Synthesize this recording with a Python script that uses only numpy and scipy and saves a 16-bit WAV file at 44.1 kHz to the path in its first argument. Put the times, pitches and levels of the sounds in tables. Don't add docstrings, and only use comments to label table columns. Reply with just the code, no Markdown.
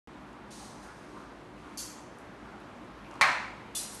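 import sys
import numpy as np
from scipy import signal
from scipy.fft import rfft, irfft
from scipy.io import wavfile
from scipy.ndimage import uniform_filter1d

SR = 44100
rng = np.random.default_rng(int(sys.argv[2]) if len(sys.argv) > 2 else 0)


def generate_wav(sig):
    pcm = np.round(np.clip(np.atleast_2d(sig).T, -1, 1) * 32767).astype(np.int16)
    wavfile.write(sys.argv[1], SR, pcm)


def ratio_of_db(decibels):
    return 10 ** (np.asarray(decibels, float) / 20)


N = 176400
HZ = np.fft.rfftfreq(2 * N, 1 / SR)


def level(x, db, seconds=N / SR):
    return x * ratio_of_db(db) / np.sqrt(np.sum(x ** 2) / (seconds * SR))


def shape(x, gain):
    cepstrum = irfft(np.log(gain + 1e-6))
    cepstrum[1:N] *= 2
    cepstrum[N + 1:] = 0
    return irfft(rfft(x, 2 * N) * np.exp(rfft(cepstrum)))[:N]


def tone(points, skirt_db=-30):
    hz, db = np.array(points, float).T
    octaves = np.log2(HZ + 1)
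    below = np.clip(np.log2(hz[0]) - octaves, 0, 4)
    return ratio_of_db(np.interp(octaves, np.log2(hz), db) + skirt_db * below)


def bump(hz, width_hz):
    return 1 / np.sqrt(1 + ((HZ - hz ** 2 / (HZ + 1)) / width_hz) ** 2)


def walk(rate_hz):
    k = int(SR / rate_hz)
    steps = np.repeat(rng.standard_normal(N // k + 1), k)
    wander = uniform_filter1d(uniform_filter1d(steps, k), k)[:N]
    return wander / wander.std()


def clicks(start_s, length_s, rate_hz, scatter_db=2.5, fade_s=0.004):
    u = rng.random((3, 600))
    when = np.cumsum(-np.log(1 - u[0])) / rate_hz
    when -= when[0]
    size = ratio_of_db(-scatter_db * np.log(1 - u[1])) * np.sign(u[2] - 0.5)
    size *= np.clip((length_s - when) / fade_s, 0, 1)
    x = np.zeros(N)
    np.add.at(x, np.minimum(((start_s + when) * SR).astype(int), N - 1), size)
    return x / np.sqrt(np.sum(x ** 2))


def rings(x, modes):
    t = np.arange(SR) / SR
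    out = 0
    for hz, db, t60_s in modes:
        phase_a, phase_b, detune = rng.random(3)
        pair = np.sin(2 * np.pi * (hz * t + phase_a))
        pair += 0.47 * np.sin(2 * np.pi * (hz * (1.002 + 0.0036 * detune) * t + phase_b))
        out = out + ratio_of_db(db - 60 * t / min(t60_s, 0.7)) * pair
    return signal.fftconvolve(x, out)[:N]


# pitch_hz, t60_s
ROOM_DECAY = [(300, 0.73), (1000, 0.69), (2000, 0.69), (4000, 0.65), (8000, 0.62), (12000, 0.33)]
BUILD_S = 0.0013


def room(x, direct_db=-9):
    t = np.arange(SR) / SR
    decay_hz, t60_s = np.array(ROOM_DECAY).T
    tail = np.zeros(SR)
    for hz in 250 * 2 ** np.arange(0, 6, 0.5):
        edges = [hz / 2 ** 0.25, hz * 2 ** 0.25]
        half_octave = signal.butter(2, edges, "band", fs=SR, output="sos")
        band = signal.sosfilt(half_octave, rng.standard_normal(SR))
        fall = ratio_of_db(-60 * t / np.interp(np.log(hz), np.log(decay_hz), t60_s))
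        tail += band * fall / np.sqrt(np.mean(fall ** 2))
    tail *= 1 - np.exp(-t / BUILD_S)
    tail /= np.sqrt(np.sum(tail ** 2))
    tail[0] = ratio_of_db(direct_db)
    return signal.fftconvolve(x, tail)[:N]


# pitch_hz, level_db (per Hz)
HUM_TONE = [(100, -7.5), (280, -4), (450, -9.5), (1000, -9), (2200, -19.5), (4300, -29.5), (5200, -33.5),
            (11000, -44)]
# pitch_hz, width_hz, level_db
MOTOR_DRONES = [(55, 18, -61.5), (106.2, 12, -72.5), (206.6, 30, -62.5), (256.8, 42, -68),
                (301.74, 2.7, -60.5), (358.8, 19, -62.5)]
HUM_DB, SWELL_DB, FLICKER_DB = -49, 0.5, 0.8


def hum():
    def noise(gain):
        return irfft(rfft(rng.standard_normal(2 * N)) * gain)[:N]

    out, swell, colour = 0, walk(1.214), tone(HUM_TONE, skirt_db=-66)
    for hz in 90 * 2 ** np.arange(0, 7.2, 0.5):
        window = np.cos(np.pi / 2 * np.clip(2 * np.log2((HZ + 1) / hz), -1, 1))
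        band = noise(colour * window)
        out = out + band * ratio_of_db(SWELL_DB * swell + FLICKER_DB * walk(8.926))
    drones = sum(level(noise(bump(hz, width_hz) ** 2), db) for hz, width_hz, db in MOTOR_DRONES)
    return level(out, HUM_DB) + drones


# start_s, level_db, pitch_hz
BEAD_TICKS = [(.3305, -78, 6000), (1.968, -72, 2500), (2.1858, -69, 8500), (2.602, -78, 11500),
              (2.8458, -80, 6000), (3.1122, -68, 5500), (3.1411, -72, 7000), (3.156, -67, 3500)]


def ticks():
    dry_ticks = np.zeros(N)
    for start_s, db, hz in BEAD_TICKS:
        tick = shape(clicks(start_s, 0.0052, 190), bump(hz, 0.8 * hz) ** 2)
        dry_ticks += level(tick, db, 0.02)
    return room(dry_ticks, direct_db=3)


# start_s, length_s, level_db, pitch_hz
TUBE_PULLS = [(0.571, 0.035, -56.5, 940), (0.848, 0.075, -56.5, 1460), (0.862, .05, -61, 950),
              (1.141, 0.0402, -52.5, 1020), (1.161, 0.055, -56.5, 1300), (1.63, 0.0374, -57, 982),
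              (1.64, 0.045, -58, 1300), (1.958, 0.04, -53.5, 1020), (2.43, 0.076, -59, 1260),
              (3.106, 0.087, -51, 1000), (3.041, 0.17, -64, 2600)]


def tube():
    knocks_per_s, spread = 500, 0.35
    rumble = np.zeros(N)
    for start_s, length_s, db, hz in TUBE_PULLS:
        pull = shape(clicks(start_s, length_s, knocks_per_s), bump(hz, spread * hz) ** 2)
        rumble += level(pull, db, length_s)
    return room(rumble, direct_db=-2)


def chain(events, colour, modes=(), ring_db=0):
    hits = np.zeros(N)
    for start_s, length_s, db, beads_per_s in events:
        hits += ratio_of_db(db) * np.sqrt(length_s + 0.042) * clicks(start_s, length_s, beads_per_s)
    energy = np.sqrt(np.sum(hits ** 2))
    out = level(room(shape(hits, tone(colour))), 0, 0.88) * energy
    if modes:
        out = out + level(rings(hits, modes), ring_db, 0.12)
    return out


# start_s, length_s, level_db, rate_beads_per_s
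CHAIN_SLIDES = [(.505, 0.017, -51.5, 4300), (.53, 0.13, -53.5, 3300), (.68, 0.16, -64.5, 2500),
                (.82, 0.032, -60, 2800), (.9, 0.321, -68, 1700), (1.55, .2, -70.5, 1500)]
# pitch_hz, level_db (per Hz)
SLIDING_TONE = [(1470, -41), (2500, -10), (4140, -2), (6430, 0.5), (7430, -7), (8700, -3), (12000, -12.5),
                (15600, -44), (22000, -120)]


def slides():
    return chain(CHAIN_SLIDES, SLIDING_TONE)


# start_s, length_s, level_db, rate_beads_per_s
CHAIN_SLAP = [
    (1.7735, 0.0072, -39.5, 9020),
    (1.778, 0.021, -40, 6070),
]
# pitch_hz, level_db (per Hz)
SLAPPING_TONE = [(2600, -15), (3100, -11), (3900, -11), (4600, -4), (5100, -7), (6200, -0.5), (8500, -8),
                 (12000, -6.5)]
# pitch_hz, level_db, t60_s
SLAP_MODES = [(4597, -3, 0.37), (6013, -17, 0.15), (7100, -21.5, .25), (9200, 2, 0.12)]


def slap():
    return chain(CHAIN_SLAP, SLAPPING_TONE, SLAP_MODES, ring_db=-54)


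# start_s, length_s, level_db, rate_beads_per_s
CHAIN_DROP = [
    (3.7495, .009, -34.5, 8950),
    (3.766, 0.013, -37.5, 6990),
    (3.79, 0.094, -58, 3500),
    (3.912, 0.044, -49, 4000),
    (3.992, 0.0257, -48, 3000),
]
# pitch_hz, level_db (per Hz)
DROPPING_TONE = [(1350, -37), (2300, -10.5), (3170, -4), (3330, -3), (3620, -2.5), (9620, 1.5),
                 (11600, 2.5), (12200, -26), (15900, -47), (22000, -120)]
# pitch_hz, level_db, t60_s
DROP_MODES = [(3485, 1.5, 0.27), (4316, -4, 0.33), (5570, -9, 0.33), (6000, 0, 0.29), (6810, -2, .3),
              (9500, -1, .2), (10700, -14, .16)]


def drop():
    return chain(CHAIN_DROP, DROPPING_TONE, DROP_MODES, ring_db=-47)


# start_s, level_db
BAR_HITS = [
    (3.2115, 11.5),
    (3.2154, -12),
    (3.2205, -6),
    (3.234, -15),
]
# pitch_hz, level_db (per Hz)
BLOW_TONE = [(350, -28.5), (600, -11), (1000, -0.5), (1400, -4), (2350, -2.5), (3000, -16), (4250, -16.5),
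             (11700, -38)]
# pitch_hz, level_db, t60_s
BAR_MODES = [(599, -7, 1), (855, -3, 0.9), (996, -3, 0.84), (1088, 7.5, 0.353), (1164, -8, .5),
             (1200, 0, 0.24), (1450, -8, .45), (1682, -8, 0.65), (1823, 5, 0.43), (1987, -4, 0.16),
             (2213, -1, 0.15), (2350, -3, 0.24), (2570, -6, 0.21), (4174, -4, 0.53)]
CRACK_T60_S, THUMP_S = 0.071, 0.11


def knock():
    hits = np.zeros(N)
    for start_s, db in BAR_HITS:
        hits[int(start_s * SR)] = ratio_of_db(db)
    thump = shape(clicks(BAR_HITS[0][0], THUMP_S, 300), bump(190, 280) ** 2)
    burst = rng.standard_normal(SR) * ratio_of_db(-60 * np.arange(SR) / SR / CRACK_T60_S)
    crack = shape(signal.fftconvolve(hits, burst)[:N], bump(4000, 2620))
    body = room(shape(hits, tone(BLOW_TONE)), direct_db=-9.5)
    out = level(body, -23, 0.11) + level(rings(hits, BAR_MODES), -26, 0.0566)
    return out + level(crack, -29, 0.015) + level(thump, -49.5, THUMP_S)


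def scene():
    beads = slides() + slap() + drop()
    return (beads + ticks() + tube() + knock() + hum())[None]


def roll_off(x):
    return signal.sosfilt(signal.butter(12, 12600, fs=SR, output="sos"), x)


START_S = 0.0737
TOP_HZ, TOP_WIDTH_HZ, TOP_DB = 11850, 250, -40


def record(dry):
    slope = (TOP_HZ + 2 * TOP_WIDTH_HZ - HZ) / TOP_WIDTH_HZ * 2
    rolloff_db = TOP_DB / (1 + np.exp(np.clip(slope, -50, 50)))
    x = shape(dry[0], ratio_of_db(rolloff_db))[None]
    is_open = np.arange(N) >= START_S * SR
    return roll_off(x * is_open)


dry = scene()
out = record(dry)
generate_wav(out)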